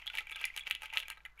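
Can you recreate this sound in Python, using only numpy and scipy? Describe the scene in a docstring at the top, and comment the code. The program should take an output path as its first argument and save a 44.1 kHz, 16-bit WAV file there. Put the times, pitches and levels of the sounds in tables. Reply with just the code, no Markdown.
"""Dry, woody clacks: two hands turn over a bunch of hard seed shells on a woven mat in a quiet room.
Each collision gives a bright contact tick, a short ring of the shell wall's modes and a faint hollow
note of the air in the cavity. Between the clacks the shells jostle and scrape, and the bunch drops
softly onto the mat. A small room reverberates, over a low mains hum."""
import sys
import numpy as np
from scipy import signal
from scipy.fft import rfft, irfft
from scipy.io import wavfile
from scipy.ndimage import uniform_filter1d

SR = 44100
rng = np.random.default_rng(int(sys.argv[2]) if len(sys.argv) > 2 else 0)


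def generate_wav(signal):
    """Clip the signal to [-1, 1] and save it as 16-bit WAV at the path in sys.argv[1]."""
    frames = np.transpose(np.atleast_2d(signal))
    scaled = np.clip(frames, -1, 1) * 32767
    pcm = np.round(scaled).astype(np.int16)
    wavfile.write(sys.argv[1], SR, pcm)


N = 61739
STRIKE_S = .0025  # the opening span over which a collision's level is set
RING_TIME = np.arange(0, .08, 1 / SR)  # time axis of one collision [s]


def amp(db):
    """Amplitude ratio of a level in decibels."""
    return 10 ** (np.asarray(db) / 20)


def unit_rms(x, span_s=None):
    """Normalisation to rms 1, over the whole sound or its first span_s seconds."""
    return x / np.sqrt(np.mean(x[:round(span_s * SR) if span_s else None] ** 2) + 1e-20)


def decay(t, t60):
    """Exponential damping: the amplitude falls 60 dB in t60 seconds."""
    return np.exp(-np.log(1000) * t / t60)


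def value_at(points, hz):
    """Interpolation of a table on a logarithmic frequency axis."""
    f, value = np.transpose(points)
    return np.interp(np.log(hz + 1), np.log(f), value)


def add(mix, start_s, sound):
    """Superposition of a sound on the mix."""
    part = mix[max(round(start_s * SR), 0):][:len(sound)]
    part += sound[:len(part)]


def colour(x, spectrum, size=2048):
    """Minimum-phase filtering: the phase follows from the log gain by the Hilbert transform."""
    log_gain = np.log(amp(value_at(spectrum, abs(np.fft.fftfreq(size, 1 / SR)))))
    taps = np.fft.ifft(np.exp(np.conj(signal.hilbert(log_gain)))).real
    return signal.fftconvolve(x, taps[:size // 2])[:len(x)]


def background(air_db=-65):
    """Noise floor: odd harmonics of the mains over the broadband noise of a still room."""
    # mains hum (frequency [Hz], rms level [dB])
    harmonics = [(50, -68), (150, -85)]
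    # still air (frequency [Hz], relative spectral density [dB])
    air_spectrum = [(20, 18), (70, -17), (130, -9.5), (250, -15), (600, -13), (1500, -4), (4000, -44),
                    (10000, -31.5), (16000, -48)]
    t = np.arange(N) / SR
    hum = sum(np.sqrt(2) * amp(db) * np.sin(2 * np.pi * (hz * t + rng.random())) for hz, db in harmonics)
    air_gain = amp(value_at(air_spectrum, np.fft.rfftfreq(N, 1 / SR)))
    air = irfft(rfft(rng.standard_normal(N)) * air_gain, N)
    return hum + amp(air_db) * unit_rms(air)


def reverberation(x, level_db=-16.5, delay_s=.008):
    """Diffuse field of a small room: convolution with a noise tail whose treble dies first."""
    # room decay (frequency [Hz], t60 [s])
    decay_times = [(300, 0.28), (1500, 0.25), (3000, 0.21), (7000, 0.15), (14000, 0.095)]
    hz, t, noise = signal.stft(rng.standard_normal(SR // 2), SR, nperseg=256)
    tail = signal.istft(noise * decay(t, value_at(decay_times, hz)[:, None]), SR)[1]
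    tail *= np.arange(len(tail)) > delay_s * SR
    return amp(level_db) * signal.fftconvolve(x, tail / np.linalg.norm(tail))[:N]


def with_reflections(x):
    """Interference of the direct sound with its early reflections."""
    # reflections from the mat and the hands (delay [s], gain [ratio])
    echoes = [(.0021, 0.039), (.0047, -0.047)]
    out = x.copy()
    for delay_s, gain in echoes:
        add(out, delay_s, gain * x)
    return out


def thumps(rise_s=.019):
    """Soft impact: the bunch meets the mat slowly, so the energy lies at low frequencies."""
    # landings (time [s], level [dB])
    landings = [(.17, -65), (0.411, -90), (0.662, -70), (0.704, -62), (0.954, -71)]
    # colour of a thump (frequency [Hz], relative spectral density [dB])
    spectrum = [(15, -15), (30, 0), (55, 2.5), (90, -17.5), (200, -24), (400, -24.5), (1000, -46),
                (4000, -80)]
    out = np.zeros(N)
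    age = np.arange(SR // 5) / SR / rise_s
    envelope = age * np.exp(1 - age)
    for start_s, level_db in landings:
        rumble = unit_rms(colour(rng.standard_normal(len(age)), spectrum))
        add(out, start_s, amp(level_db) * envelope * rumble)
    return out


def modal_ring(modes, weight=1, detune=.015, uneven_db=2):
    """Free vibration: a sum of damped sines, each slightly random in frequency and strength."""
    hz, db, t60 = np.transpose(modes)
    pitch_draw, level_draw = rng.standard_normal((2, len(hz)))
    t = RING_TIME[:, None]
    waves = decay(t, t60) * np.sin(2 * np.pi * hz * (1 + detune * pitch_draw) * t)
    return waves @ (weight * amp(db + uneven_db * level_draw))


def cavity_note(vary_db=3, low_cut_hz=445):
    """Cavity resonance: the enclosed air sounds a low note, with a new mix of modes each time."""
    # air modes of the hollow shells (frequency [Hz], relative level [dB], t60 [s])
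    modes = [(532, -11, 0.029), (700, -16.5, 0.023), (872, 0.5, 0.066), (1220, -6, 0.016),
             (1288.7, 0.5, 0.075), (1417, 3, 0.0088), (1613.6, 1, 0.095)]
    weight = rng.choice([-1, 1], len(modes)) * amp(vary_db * rng.standard_normal(len(modes)))
    note = modal_ring(modes, weight, detune=.018)
    low_cut = signal.butter(2, low_cut_hz, "high", fs=SR, output="sos")
    return unit_rms(signal.sosfilt(low_cut, note), 2 * STRIKE_S)


def wall_ring(centre_hz, spread_hz, blow_db, off_centre_db=-24.5, soft_blow_db=-36):
    """Impulse response: a struck shell cracks for a few cycles, then rings in modes near its pitch."""
    # modes of the shell walls (frequency [Hz], relative level [dB], t60 [s])
    modes = [(2000, -35, .02), (2030, 16, 0.052), (2220, -26, 0.017), (2386, 10.5, 0.032),
             (2320, 19, 0.031), (2550, -13, 0.014), (2606, 12, 0.031), (2755, 14.5, 0.034),
             (2922, 14.5, 0.035), (3015, 14, 0.023), (3200, 17, 0.0082), (3401, 12.5, 0.05),
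             (3700, 14, 0.027), (4150, -20, 0.02)]
    # radiation efficiency of small shells (frequency [Hz], gain [dB])
    radiation = [(100, -41), (400, -19), (900, -12.5), (1800, -1.5), (3900, 2.5), (5000, -6),
                 (12000, -22.5)]
    hz, t = np.transpose(modes)[0], RING_TIME
    age = 2 * np.pi * .63 * spread_hz * t  # the wider the band, the shorter the crack
    crack = unit_rms(age * np.exp(-age) * np.sin(2 * np.pi * centre_hz * t), STRIKE_S)
    weight = np.exp(-.5 * ((hz - centre_hz) / spread_hz) ** 2) + amp(off_centre_db)
    ring_db = 6 + .38 * (blow_db + 32)  # harder blows ring more, relative to the crack
    ring = amp(ring_db) * unit_rms(modal_ring(modes, weight), STRIKE_S)
    rise_s = .00052 / (1 + amp(blow_db - soft_blow_db) ** 2)  # light blows close more gradually
    rise = 1 - np.exp(-t / rise_s)
    return unit_rms(colour((crack + ring) * rise, radiation), STRIKE_S)


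def contact_tick(rise_s=.00054, vary_db=3, grit_db=2.5, overtone_db=-8):
    """Hard contact: a brief force excites a broad burst of noise and the walls' high overtones."""
    # colour of the tick (frequency [Hz], relative spectral density [dB])
    spectrum = [(150, -21.5), (600, -9), (1500, 0), (4000, 0), (5300, -4), (6200, -1.5), (7000, -3),
                (8500, -5.5), (9200, 1), (9800, 1), (10500, -0.5), (11500, 2.5), (12500, -1.5),
                (13500, -5.5), (15500, -7.5)]
    # high modes of the shell walls (frequency [Hz], relative level [dB], t60 [s])
    overtones = [(6847, -3, 0.015), (7800, -9.5, 0.018), (9650, 3, 0.0082), (11500, -13, 0.0078),
                 (12640, -7.5, 0.0066)]
    t = RING_TIME
    hz, db = np.transpose(spectrum)
    varied_spectrum = np.transpose([hz, db + vary_db * rng.standard_normal(len(hz))])
    rise = 1 - np.exp(-t / rise_s)
    fade = decay(t, t60=.0061) + amp(-22) * decay(t, t60=.028)
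    grit = amp(grit_db * unit_rms(uniform_filter1d(rng.standard_normal(len(t)), size=30)))
    burst = rise * fade * grit * rng.standard_normal(len(t))
    splash = unit_rms(colour(burst, varied_spectrum), STRIKE_S)
    glint = unit_rms(rise * modal_ring(overtones), STRIKE_S)
    return unit_rms(splash + amp(overtone_db) * glint, STRIKE_S)


def contacts(per_s, spread_db):
    """Poisson process: independent small impulses of uneven strength and random sign."""
    strength = amp(spread_db * np.minimum(rng.exponential(1, N), 3))
    return strength * rng.choice([-1, 1], N) * (rng.random(N) < per_s / SR)


def jostle(shell_count=20, knocks_per_s=600, middle_hz=2562, scatter_hz=732):
    """Light impacts and friction: random impulses excite the shells as the hands move the bunch."""
    # vigour of the jostling (time [s], relative knock level [dB], relative scrape level [dB])
    vigour = [(0, -50.5, -63.5), (.05, -54.5, -73), (.125, -58, -65), (0.149, -45, -56.5),
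              (0.201, -57, -52.5), (0.246, -64, -74), (.29, -52, -68), (.325, -56, -71), (.385, -45, -63),
              (0.417, -42.5, -50), (0.471, -46.5, -71), (.52, -60.5, -67), (.555, -54, -64.5),
              (.59, -61, -69), (0.648, -59, -78), (0.676, -36.5, -46.5), (0.697, -69, -67), (.74, -61, -87),
              (.81, -57, -68), (0.846, -46.5, -55.5), (.89, -52, -71), (.92, -53, -70), (0.946, -38.5, -54),
              (1.0, -65, -56), (1.065, -59.5, -70.5), (1.113, -41, -70), (1.16, -68, -77), (1.23, -89, -78),
              (1.35, -93, -77), (1.4, -52, -76)]
    # colour of dry scraping (frequency [Hz], relative spectral density [dB])
    scrape_spectrum = [(150, -2.5), (350, -2), (550, 7.5), (1200, 12.5), (4000, 9), (5300, 5), (7000, 2.5),
                       (8500, -6), (9800, -4.5), (12500, 1), (14000, -10), (16000, -12)]
    times, knock_db, scrape_db = np.transpose(vigour)
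    t, knocks = np.arange(N) / SR, np.zeros(N)
    for place in np.linspace(-1, 1, shell_count):
        centre_hz = middle_hz + scatter_hz * place * abs(place)  # pitches crowd near the middle
        shell = wall_ring(centre_hz, spread_hz=290, blow_db=knock_db.mean()) + amp(-19.5) * cavity_note()
        knocks += signal.oaconvolve(contacts(knocks_per_s / shell_count, spread_db=3), shell)[:N]
    scrape = colour(contacts(per_s=1600, spread_db=5.5), scrape_spectrum)
    knock_gain = amp(np.interp(t, times, knock_db) - 4.5)
    scrape_gain = amp(np.interp(t, times, scrape_db) - 1.5)
    return knock_gain * unit_rms(knocks) + scrape_gain * unit_rms(scrape)


def clacks(wall_gain_db=-6.5, tick_gain_db=-6, cavity_gain_db=-13):
    """Impact excitation: each distinct collision sounds wall, contact and cavity at once."""
    # collisions, with levels before the gains (time [s], wall level [dB], tick level [dB],
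    # cavity level [dB], ring centre [Hz], ring spread [Hz])
    collisions = [ (0.024, -42, -70, -51, 2240, 254), (0.034, -51, -73, -74, 3000, 110),
                  (0.0606, -48, -50.5, -44, 2960, 610), (0.0681, -31, -44.5, -51, 3314, 170),
                  (0.0766, -25.5, -49, -45.5, 3305, 109), (0.1006, -32, -53.5, -67, 2700, 610),
                  (0.0992, -44, -65, -53, 1460, 70.6), (0.135, -37.5, -57, -57, 2650, 259),
                  (0.1406, -38, -72, -38.5, 2570, 262), (0.1524, -29.5, -41.5, -37.5, 2500, 450),
                  (.1730, -28.5, -42, -48, 2850, 450), (0.1773, -32.5, -67, -50, 2560, 350),
                  (0.1839, -25, -40.5, -50, 2520, 480), (0.1861, -25, -40, -38.5, 2240, 364),
                  (0.1923, -28.5, -53, -54, 2250, 345), (.1960, -39, -61, -65, 2520, 170),
                  (0.207, -37, -52, -36.5, 3140, 660), (0.2698, -36.5, -55, -45.5, 2340, 170),
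                  (0.2967, -35, -52, -49, 2560, 290), (0.3094, -36.5, -51, -81, 2280, 217),
                  (.3163, -36, -46, -39.5, 2540, 325), (.3232, -31, -51, -54, 2510, 393),
                  (0.3271, -39.5, -55, -52, 3430, 120), (0.347, -39.5, -84, -68, 3470, 177),
                  (0.3586, -32, -51.5, -41, 3070, 520), (0.3612, -37, -43.5, -40, 2460, 200),
                  (0.368, -35, -67, -42.5, 2364, 112), (0.4134, -36, -43.5, -37.5, 2350, 417),
                  (.4169, -48, -49, -36, 2400, 160), (0.441, -22.5, -56, -43.5, 2560, 173),
                  (0.443, -23, -74, -86, 2400, 172), (0.4531, -28.5, -29, -59, 2060, 149),
                  (0.4713, -57, -69, -69, 2440, 239), (0.4785, -39, -90, -57, 2310, 320),
                  (0.5013, -37.5, -80, -69, 2090, 108), (0.54, -43, -66, -68, 2320, 81),
                  (0.5637, -35, -36, -41, 2670, 710), (.5745, -38, -35.5, -43, 2660, 670),
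                  (0.5778, -28, -44, -40.5, 2970, 800), (0.5857, -35, -46, -67, 2560, 400),
                  (0.594, -36.5, -43.5, -78, 2360, 240), (0.599, -41, -50, -69, 2450, 300),
                  (0.608, -36, -58, -75, 3380, 119), (.6226, -45.5, -85, -79, 3340, 250),
                  (0.635, -43, -60, -67, 2370, 109), (0.6691, -29, -55, -76, 2600, 310),
                  (0.6744, -33, -47.5, -43, 2710, 310), (0.6987, -42, -44, -45, 2170, 250),
                  (0.706, -36, -59, -46.5, 2780, 485), (0.7102, -18, -31.5, -36.5, 2670, 522),
                  (0.7123, -35, -62, -66, 2480, 262), (0.7242, -31.5, -55, -65, 2830, 450),
                  (0.7506, -27.5, -42, -49, 2970, 480), (0.76, -34.5, -81, -75, 2610, 400),
                  (0.77, -60, -77, -61, 2630, 330), (0.8204, -35.5, -43.5, -41, 2660, 416),
                  (0.8327, -34.5, -44, -35.5, 2500, 360), (0.841, -43, -53, -46, 2290, 228),
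                  (0.8575, -33, -48, -72, 2570, 380), (0.9018, -37, -66, -73, 2630, 259),
                  (.9278, -38, -56, -36.5, 2540, 190), (0.9366, -31.5, -44, -43.5, 2460, 330),
                  (0.9386, -31.5, -58, -54, 2370, 280), (0.958, -36, -46.5, -34.5, 2645, 263),
                  (0.9665, -35, -62, -34, 2840, 400), (0.9722, -16, -34, -75, 2840, 524),
                  (0.9734, -33, -46, -43, 3000, 149), (.9750, -33, -56, -53, 1920, 150),
                  (.9815, -27, -39, -70, 2930, 620), (.9863, -60, -57, -41.5, 2540, 650),
                  (0.9936, -51, -43, -67, 2950, 650), (1.0013, -28.5, -41.5, -66, 2960, 573),
                  (1.0084, -56, -73, -61, 2670, 360), (1.0262, -35, -78, -49.5, 2780, 220),
                  (1.0318, -34.5, -55.5, -44, 2500, 555), (1.0554, -42, -75, -64, 2400, 79),
                  (1.0826, -36.5, -42, -40.5, 2500, 553), (1.1012, -35.5, -34, -33, 2830, 300),
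                  (1.1147, -66, -60, -46.5, 2530, 310), (1.1197, -41, -50, -44, 2560, 380),
                  (1.1273, -45, -73, -68, 2410, 240), (1.1721, -46.5, -66, -45, 2060, 790),
                  (1.1770, -57.5, -65, -50, 3960, 150), (1.2046, -51, -79, -54, 2240, 584),
                  (1.2512, -35.5, -49.5, -51, 1883, 170), (1.2516, -37.5, -62, -61, 2860, 470),
                  (1.26, -40.5, -53, -42.5, 2100, 326), (1.3763, -52, -68, -55, 2270, 90),
                  (1.3925, -42.5, -56, -56, 2240, 163)]
    out = np.zeros(N)
    for start_s, wall_db, tick_db, cavity_db, centre_hz, spread_hz in collisions:
        wall = amp(wall_db + wall_gain_db) * wall_ring(centre_hz, spread_hz, wall_db)
        tick = amp(tick_db + tick_gain_db) * contact_tick()
        cavity = amp(cavity_db + cavity_gain_db) * cavity_note()
        add(out, start_s, wall + tick + cavity)
    return out


def scene():
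    """Superposition of the shells, their reflections, the thumps and the noise floor in one channel."""
    shells = clacks() + jostle()
    return (with_reflections(shells) + reverberation(shells) + thumps() + background())[None]


def record(dry, cutoff_hz=15900):
    """Band limiting: a linear-phase low-pass filter removes the highest treble."""
    low_pass = signal.firwin(255, cutoff_hz, window=("kaiser", 8), fs=SR)
    return signal.oaconvolve(dry, low_pass[None], "same")


dry = scene()
out = record(dry)
generate_wav(out)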